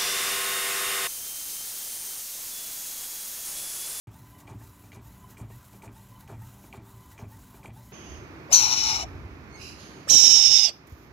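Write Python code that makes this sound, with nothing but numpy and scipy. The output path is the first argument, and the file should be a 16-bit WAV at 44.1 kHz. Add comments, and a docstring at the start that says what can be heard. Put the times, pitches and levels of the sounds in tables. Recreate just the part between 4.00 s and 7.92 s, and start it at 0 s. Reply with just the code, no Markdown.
"""Room rumble, fan hum and the tail of a paper-feed clatter open, then a casing thump: an inkjet printer at work.
The carriage sweeps to and fro: whine harmonics follow its speed, and coloured noise with rail rings is the sliding hiss.
At each turn the feed clatters (struck gear and panel modes, sheet hiss) and the casing thumps (low modes).
A short echo follows the printer. Mono microphone, two equal channels."""
import sys
import numpy as np
from scipy import signal
from scipy.fft import rfft, irfft
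from scipy.io import wavfile

SR = 44100
rng = np.random.default_rng(int(sys.argv[2]) if len(sys.argv) > 2 else 0)


def store_wav(level_fs):
    """Save 16-bit WAV to argv[1]."""
    pcm = np.round(np.clip(np.atleast_2d(level_fs), -1, 1) * 32767)
    wavfile.write(sys.argv[1], SR, pcm.T.astype(np.int16))


def voltage_ratio(level):
    """Linear amplitude factor for a level in decibels (scalar or array-like)."""
    return 10 ** (np.asarray(level, float) / 20)


N = 172872

# carriage turns with paper feed, outward and return strokes alternating: start_s, relative clatter_db, hiss_db
TURNS = [(.012, -56, -54.5), (.469, -50.5, -63), (.918, -54, -59.5), (1.371, -51, -61),
         (1.821, -50.5, -60.5), (2.275, -49, -61), (2.726, -52, -60), (3.179, -50, -61.5),
         (3.631, -54.5, -59.5)]
# feed gear modes: pitch_hz, relative level_db, t60_s
GEAR_MODES = [(2343, -6, 0.033), (2445, -9.5, 0.019), (2016, -12.5, 0.026), (2810, -16, 0.024),
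              (3200, -18, 0.025)]
# plastic panel modes: pitch_hz, relative level_db, t60_s, rattle lag_s
PANEL_MODES = [(248, 2.5, 0.05, 0.0373), (324, -2, 0.067, 0.019), (394, -0.5, 0.064, 0.0084),
               (642, -0.5, 0.033, 0.02), (876, 5, 0.022, 0.0063), (1120, -2, 0.023, 0.0053),
               (1420, -7, 0.011, 0.0047), (1660, -8.5, 0.017, 0.00083)]


def rms_one(x):
    """Scales to rms 1."""
    return x / np.sqrt(np.mean(x ** 2) + 1e-20)


def drift(rate_hz):
    """Slow random wander of rms 1: noise through two equal poles at rate_hz."""
    hop = 40  # samples between computed points
    pole = np.exp(-2 * np.pi * rate_hz * hop / SR)
    noise = rng.standard_normal(N // hop + 2002)
    slow = signal.lfilter([1], [1, -2 * pole, pole * pole], noise)[2000:]
    return np.interp(np.arange(N) / hop, np.arange(len(slow)), rms_one(slow))


def ring(drive, pitch_hz, t60_s):
    """Two-pole resonator: a unit click starts a decaying sine of height about 1."""
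    r = voltage_ratio(-60 / (t60_s * SR))
    w = 2 * np.pi * pitch_hz / SR
    return signal.lfilter([0, np.sin(w)], [1, -2 * r * np.cos(w), r * r], drive + 1e-18)


def coloured(spectrum, patchy_db):
    """Noise of the given spectrum, rms 1; half-octave bands flicker independently."""
    hz, level_db = np.transpose(spectrum)
    f = np.maximum(np.fft.rfftfreq(N, 1 / SR), 1)
    gain_db = np.interp(np.log(f), np.log(hz), level_db, left=-60, right=-60)
    shaped = rfft(rng.standard_normal(N)) * voltage_ratio(gain_db)
    band = np.round(2 * np.log2(f)).astype(int)
    lowest = band[f >= hz[0] / 2][0]
    total = np.zeros(N)
    for b in range(lowest, band[-1] + 1):
        total += irfft(shaped * (band == b), N) * voltage_ratio(patchy_db * drift(8))
    return rms_one(total)


def stroke():
    """Time since the last turn and the index of that turn."""
    t = np.arange(N) / SR
    turn_s = np.array(TURNS)[:, 0]
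    k = np.maximum(np.searchsorted(turn_s, t, "right") - 1, 0)
    return t - turn_s[k], k


def along(table):
    """Reads the outward or the return column over each stroke."""
    since_s, k = stroke()
    s, out, back = np.transpose(table)
    return np.where(k % 2, np.interp(since_s, s, back), np.interp(since_s, s, out))


def gate(since_s, rise_s, hold_s, fall_s):
    """Linear rise, level until hold_s, then exponential fall with time constant fall_s."""
    return np.clip(since_s / rise_s, 0, 1) * np.exp(-np.maximum(since_s - hold_s, 0) / fall_s)


def grains(rate_per_s, spread_db):
    """Random clicks of uneven size and sign."""
    hit = rng.random(N) < rate_per_s / SR
    size = voltage_ratio(spread_db * np.minimum(rng.exponential(1, N), 4))
    return hit * size * rng.choice([-1, 1], N)


def strike(events, modes, spread_db, contact_s):
    """Each blow excites every mode with its own random strength and a delay below contact_s."""
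    s, db = np.transpose(events)
    vary = rng.standard_normal((len(s), len(modes)))
    late = rng.random((len(s), len(modes)))
    out = np.zeros(N)
    for k, mode in enumerate(modes):
        clicks = np.zeros(N)
        at = ((s + contact_s * late[:, k]) * SR).astype(int)
        clicks[at] = voltage_ratio(db + mode[1] + spread_db * vary[:, k])
        out += ring(clicks, mode[0], mode[2])
    return out


def room_tone():
    """Coloured noise and a low room resonance for rumble; fan lines wavering in level and phase."""
    # room noise spectrum: pitch_hz, relative density_db (per Hz)
    room_spectrum = [(18, -36), (30, -2.5), (118, 2), (303, -11.5), (473, -20), (1010, -14.5), (1760, -26),
                     (1950, -22), (2170, -27), (5030, -36.5), (7070, -35), (10200, -42.5), (11700, -42),
                     (16000, -42)]
    # fan lines: pitch_hz, rms level_db
    fan_lines = [(194, -64.5), (243, -70.5), (291.5, -68), (388, -72.5), (587, -80.5)]
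    t = np.arange(N) / SR
    fan = np.zeros(N)
    for hz, db in fan_lines:
        level = np.sqrt(2) * voltage_ratio(db + 3.46 * drift(2.16))
        fan += level * np.sin(2 * np.pi * hz * t + 1.0 * drift(2.9))
    noise = voltage_ratio(-53.5) * coloured(room_spectrum, patchy_db=2)
    rumble = voltage_ratio(-62.5) * rms_one(ring(rng.standard_normal(N), pitch_hz=56.7, t60_s=0.29))
    return noise + fan + rumble


def paper_feed():
    """Click-driven gear and panel modes for ticks, chatter and rattle; gated noise for the sheet's hiss."""
    # feed gear ticks: start_s, relative level_db
    ticks = [(0.476, -40), (0.9184, -38.5), (0.9287, -42), (0.971, -47), (1.3703, -42.5), (1.8206, -43),
             (1.8514, -53), (1.8775, -45), (2.2766, -43.5), (2.3476, -53), (2.7269, -37), (2.7327, -47),
             (2.7454, -44.5), (2.7756, -46), (2.7936, -55), (3.1785, -43), (3.189, -40), (3.6306, -46),
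             (3.6577, -34.5), (3.6787, -48)]
    # sheet hiss spectrum: pitch_hz, relative density_db (per Hz)
    sheet_spectrum = [(1530, -37), (2600, -3), (4490, 1), (4920, -4.5), (6620, 3.5), (10300, -3),
                      (11700, 2), (16000, -9.5)]
    since_s, k = stroke()
    _, clatter_db, hiss_db = np.array(TURNS)[k].T

    chatter_clicks = grains(600, spread_db=2.5) * gate(since_s, rise_s=0.0022, hold_s=0.077, fall_s=0.0071)
    chatter = sum(voltage_ratio(db) * ring(chatter_clicks, hz, t60_s) for hz, db, t60_s in GEAR_MODES)
    gear = strike(ticks, GEAR_MODES, spread_db=-1.0, contact_s=0.0013) + voltage_ratio(-63.5) * chatter

    panels = np.zeros(N)
    for hz, db, t60_s, lag_s in PANEL_MODES:
        envelope = gate(since_s - lag_s, rise_s=0.002, hold_s=0.047, fall_s=0.022)
        clicks = grains(700, spread_db=3.0) * envelope * voltage_ratio(clatter_db - 12)
        panels += voltage_ratio(db) * ring(clicks, hz, t60_s)

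    sheet = coloured(sheet_spectrum, patchy_db=2.5) * voltage_ratio(hiss_db + 2.0 * drift(120))
    sheet = sheet * gate(since_s, rise_s=0.0012, hold_s=0.044, fall_s=0.0083)
    return gear + panels + sheet


def casing():
    """Struck low modes thump over a noise-driven drone; panel modes give clunks, panel and gear modes knocks."""
    # casing thumps: start_s, relative level_db
    thumps = [(0.076, -36.5), (0.097, -58), (0.509, -37), (0.554, -36.5), (0.967, -41), (0.993, -42),
              (1.411, -33.5), (1.446, -37), (1.87, -39), (1.9, -42.5), (2.317, -35.5), (2.369, -39),
              (2.776, -36.5), (2.803, -48), (3.224, -33), (3.274, -39), (3.681, -39), (3.709, -41)]
    # casing modes: pitch_hz, relative level_db, t60_s
    casing_modes = [(94, -14, 0.082), (112.6, -1, 0.28), (131.7, -1.5, 0.11), (200.4, -10.5, 0.13)]
    # casing drone over a stroke: after_turn_s, outward_db, return_db
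    drone_levels = [(0, -58, -59.5), (.08, -54.5, -48), (.2, -56, -49), (.25, -56.5, -62.5),
                    (.45, -57.5, -60.5)]
    # clunks as the feed takes hold: start_s, relative level_db
    clunk_blows = [(0.481, -38), (0.927, -42), (1.388, -45), (1.838, -41), (2.288, -35), (2.737, -34),
                   (3.189, -39), (3.643, -32.5)]
    # small mid-stroke knocks: start_s, relative level_db
    knock_blows = [(0.61, -43), (0.833, -47), (1.5, -41), (1.736, -42.5), (2.419, -51), (2.64, -42),
                   (3.319, -49), (3.541, -41.5)]
    spread_db, knock_contact_s = 1.5, 0.012
    thump = voltage_ratio(-4.5) * strike(thumps, casing_modes, spread_db, contact_s=0.0013)
    drone = voltage_ratio(along(drone_levels)) * rms_one(ring(rng.standard_normal(N), pitch_hz=112.26, t60_s=0.21))
    clunks = voltage_ratio(-9) * strike(clunk_blows, PANEL_MODES[2:], spread_db, contact_s=0.014)
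    body = strike(knock_blows, PANEL_MODES, spread_db, knock_contact_s)
    snap = strike(knock_blows, GEAR_MODES, spread_db, knock_contact_s)
    return thump + drone + clunks + voltage_ratio(-9.5) * (body + snap)


def motor_whine():
    """Harmonics of the belt-tooth rate follow carriage speed and excite housing resonances."""
    # carriage speed over a stroke: after_turn_s, share of full speed
    speed_curve = [(.07, .45), (.132, .82), (.147, .90), (.167, .965), (.19, 1.0), (.385, 1.0), (.405, .94),
                   (.42, .83), (.46, .45)]
    # whine over a stroke: after_turn_s, outward_db, return_db
    whine_levels = [(.11, -84, -90), (.145, -60, -56), (.18, -68.5, -67), (.22, -62.5, -64.5),
                    (.29, -58.5, -66), (.325, -54, -61), (.37, -58.5, -73), (.415, -63, -62.5),
                    (.44, -107, -88)]
    # overtones: multiple, relative level_db
    overtones = [(1, -3.5), (2, -14), (3, -21)]
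    # ringing housing resonances: pitch_hz, added gain_db on top, t60_s
    housing = [(899, 10, 0.15), (1956, 8, 0.046)]
    # tenth overtone over a stroke: after_turn_s, level_db
    tenth_levels = [(.11, -90), (.135, -71), (.17, -75.5), (.22, -78.5), (.37, -75.5), (.405, -71),
                    (.43, -92)]
    full_speed_hz, waver_share, flicker_db = 1008, 0.005, 4.0
    since_s, _ = stroke()
    speed = np.interp(since_s, *np.transpose(speed_curve)) * (1 + waver_share * drift(23))
    phase = 2 * np.pi * np.cumsum(full_speed_hz * speed) / SR

    whine = np.zeros(N)
    for k, (multiple, db) in enumerate(overtones):
        whine += np.sqrt(2) * voltage_ratio(db + flicker_db * drift(60)) * np.sin(multiple * phase + k)
    whine = voltage_ratio(along(whine_levels)) * whine

    resonant = np.zeros(N)
    for hz, db, t60_s in housing:
        unit_gain = 2 * np.log(1000) / (t60_s * SR)  # brings the resonance peak to about 1
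        resonant += voltage_ratio(db) * unit_gain * ring(whine, hz, t60_s)

    tenth_db = np.interp(since_s, *np.transpose(tenth_levels)) + flicker_db * drift(57)
    return whine + resonant + np.sqrt(2) * voltage_ratio(tenth_db) * np.sin(10 * phase)


def carriage_whistle():
    """Rough sine that climbs in pitch as the outward stroke gathers speed."""
    # whistle over an outward stroke: after_turn_s, pitch_hz, level_db
    whistle_curve = [(.09, 3100, -92), (.115, 3350, -78), (.17, 3950, -75), (.21, 4200, -76),
                     (.24, 4250, -90)]
    since_s, turn = stroke()
    s, pitch_hz, level_db = np.transpose(whistle_curve)
    level = voltage_ratio(np.interp(since_s, s, level_db) + 2.1 * drift(53))
    rough_hz = np.interp(since_s, s, pitch_hz) * (1 + 0.02 * drift(150))
    outward = turn % 2 == 0
    return outward * level * np.sqrt(2) * np.sin(2 * np.pi * np.cumsum(rough_hz) / SR)


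def sliding_hiss():
    """Coloured noise plus grain-driven rail resonances, levelled along the stroke."""
    # hiss over a stroke: after_turn_s, outward_db, return_db
    slide_levels = [(.07, -100, -73), (.10, -69, -72), (.14, -62, -61), (.20, -62.5, -61.5),
                    (.30, -63.5, -62.5), (.365, -65, -61.5), (.39, -55.5, -59.5), (.415, -64.5, -63.5),
                    (.45, -73, -71.5)]
    # hiss spectrum: pitch_hz, relative density_db (per Hz)
    slide_spectrum = [(710, -13), (1200, -12.5), (1570, 0.5), (1850, -18.5), (2000, -8.5), (2730, -7.5),
                      (2950, -8), (3540, -9), (3990, -5), (4350, -10.5), (7320, -4.5), (9090, -9.5),
                      (11300, -7), (15000, -3.5), (16000, -12)]
    # rail resonances: pitch_hz, damping_hz (t60_s = 1.3 / damping_hz), relative level_db
    rail_modes = [(6910, 83, 3.5), (9810, 74, -3), (11200, 84, 5.5), (11760, 77, 1.5), (12550, 110, 6),
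                  (14000, 31, 1), (14500, 78, -13)]
    rail = np.zeros(N)
    for hz, damping_hz, db in rail_modes:
        tone = rms_one(ring(grains(1400, spread_db=3.0), hz, 1.3 / damping_hz))
        rail += voltage_ratio(db + 2.5 * drift(12)) * tone
    hiss = coloured(slide_spectrum, patchy_db=0.94) + voltage_ratio(-7) * rms_one(rail)
    return voltage_ratio(along(slide_levels)) * hiss * voltage_ratio(1.5 * drift(60))


def carriage():
    """Motor whine, whistle and sliding hiss, all following the stroke."""
    return motor_whine() + carriage_whistle() + sliding_hiss()


def room_echo(dry_sound):
    """Decaying noise tail of unit energy, starting after 4 ms."""
    t60_s = 0.14
    lag_s = np.arange(SR // 3) / SR
    tail = rng.standard_normal(len(lag_s)) * voltage_ratio(-60 * lag_s / t60_s) * (lag_s > 0.004)
    return signal.fftconvolve(dry_sound, tail / np.linalg.norm(tail))[:N]


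def scene():
    """Printer with its echo over the room tone, in two equal channels."""
    room = room_tone()
    printer = paper_feed() + casing() + carriage()
    return np.tile(printer + voltage_ratio(-12) * room_echo(printer) + room, (2, 1))


def band_limit(x):
    """A steep low-pass at the top of the band."""
    return signal.sosfilt(signal.butter(12, 16120, fs=SR, output="sos"), x)


def record(dry):
    """The microphone drops the deepest bass; silence, then a quick fade-in."""
    start_s, fade_s, low_cut_hz = 0.071, 0.001, 41.7
    high_pass = signal.butter(6, low_cut_hz, "high", fs=SR, output="sos")
    heard = signal.sosfilt(high_pass, dry)
    fade = np.clip((np.arange(N) / SR - start_s) / fade_s, 0, 1)
    return band_limit(heard * fade)


dry = scene()
out = record(dry)
store_wav(out)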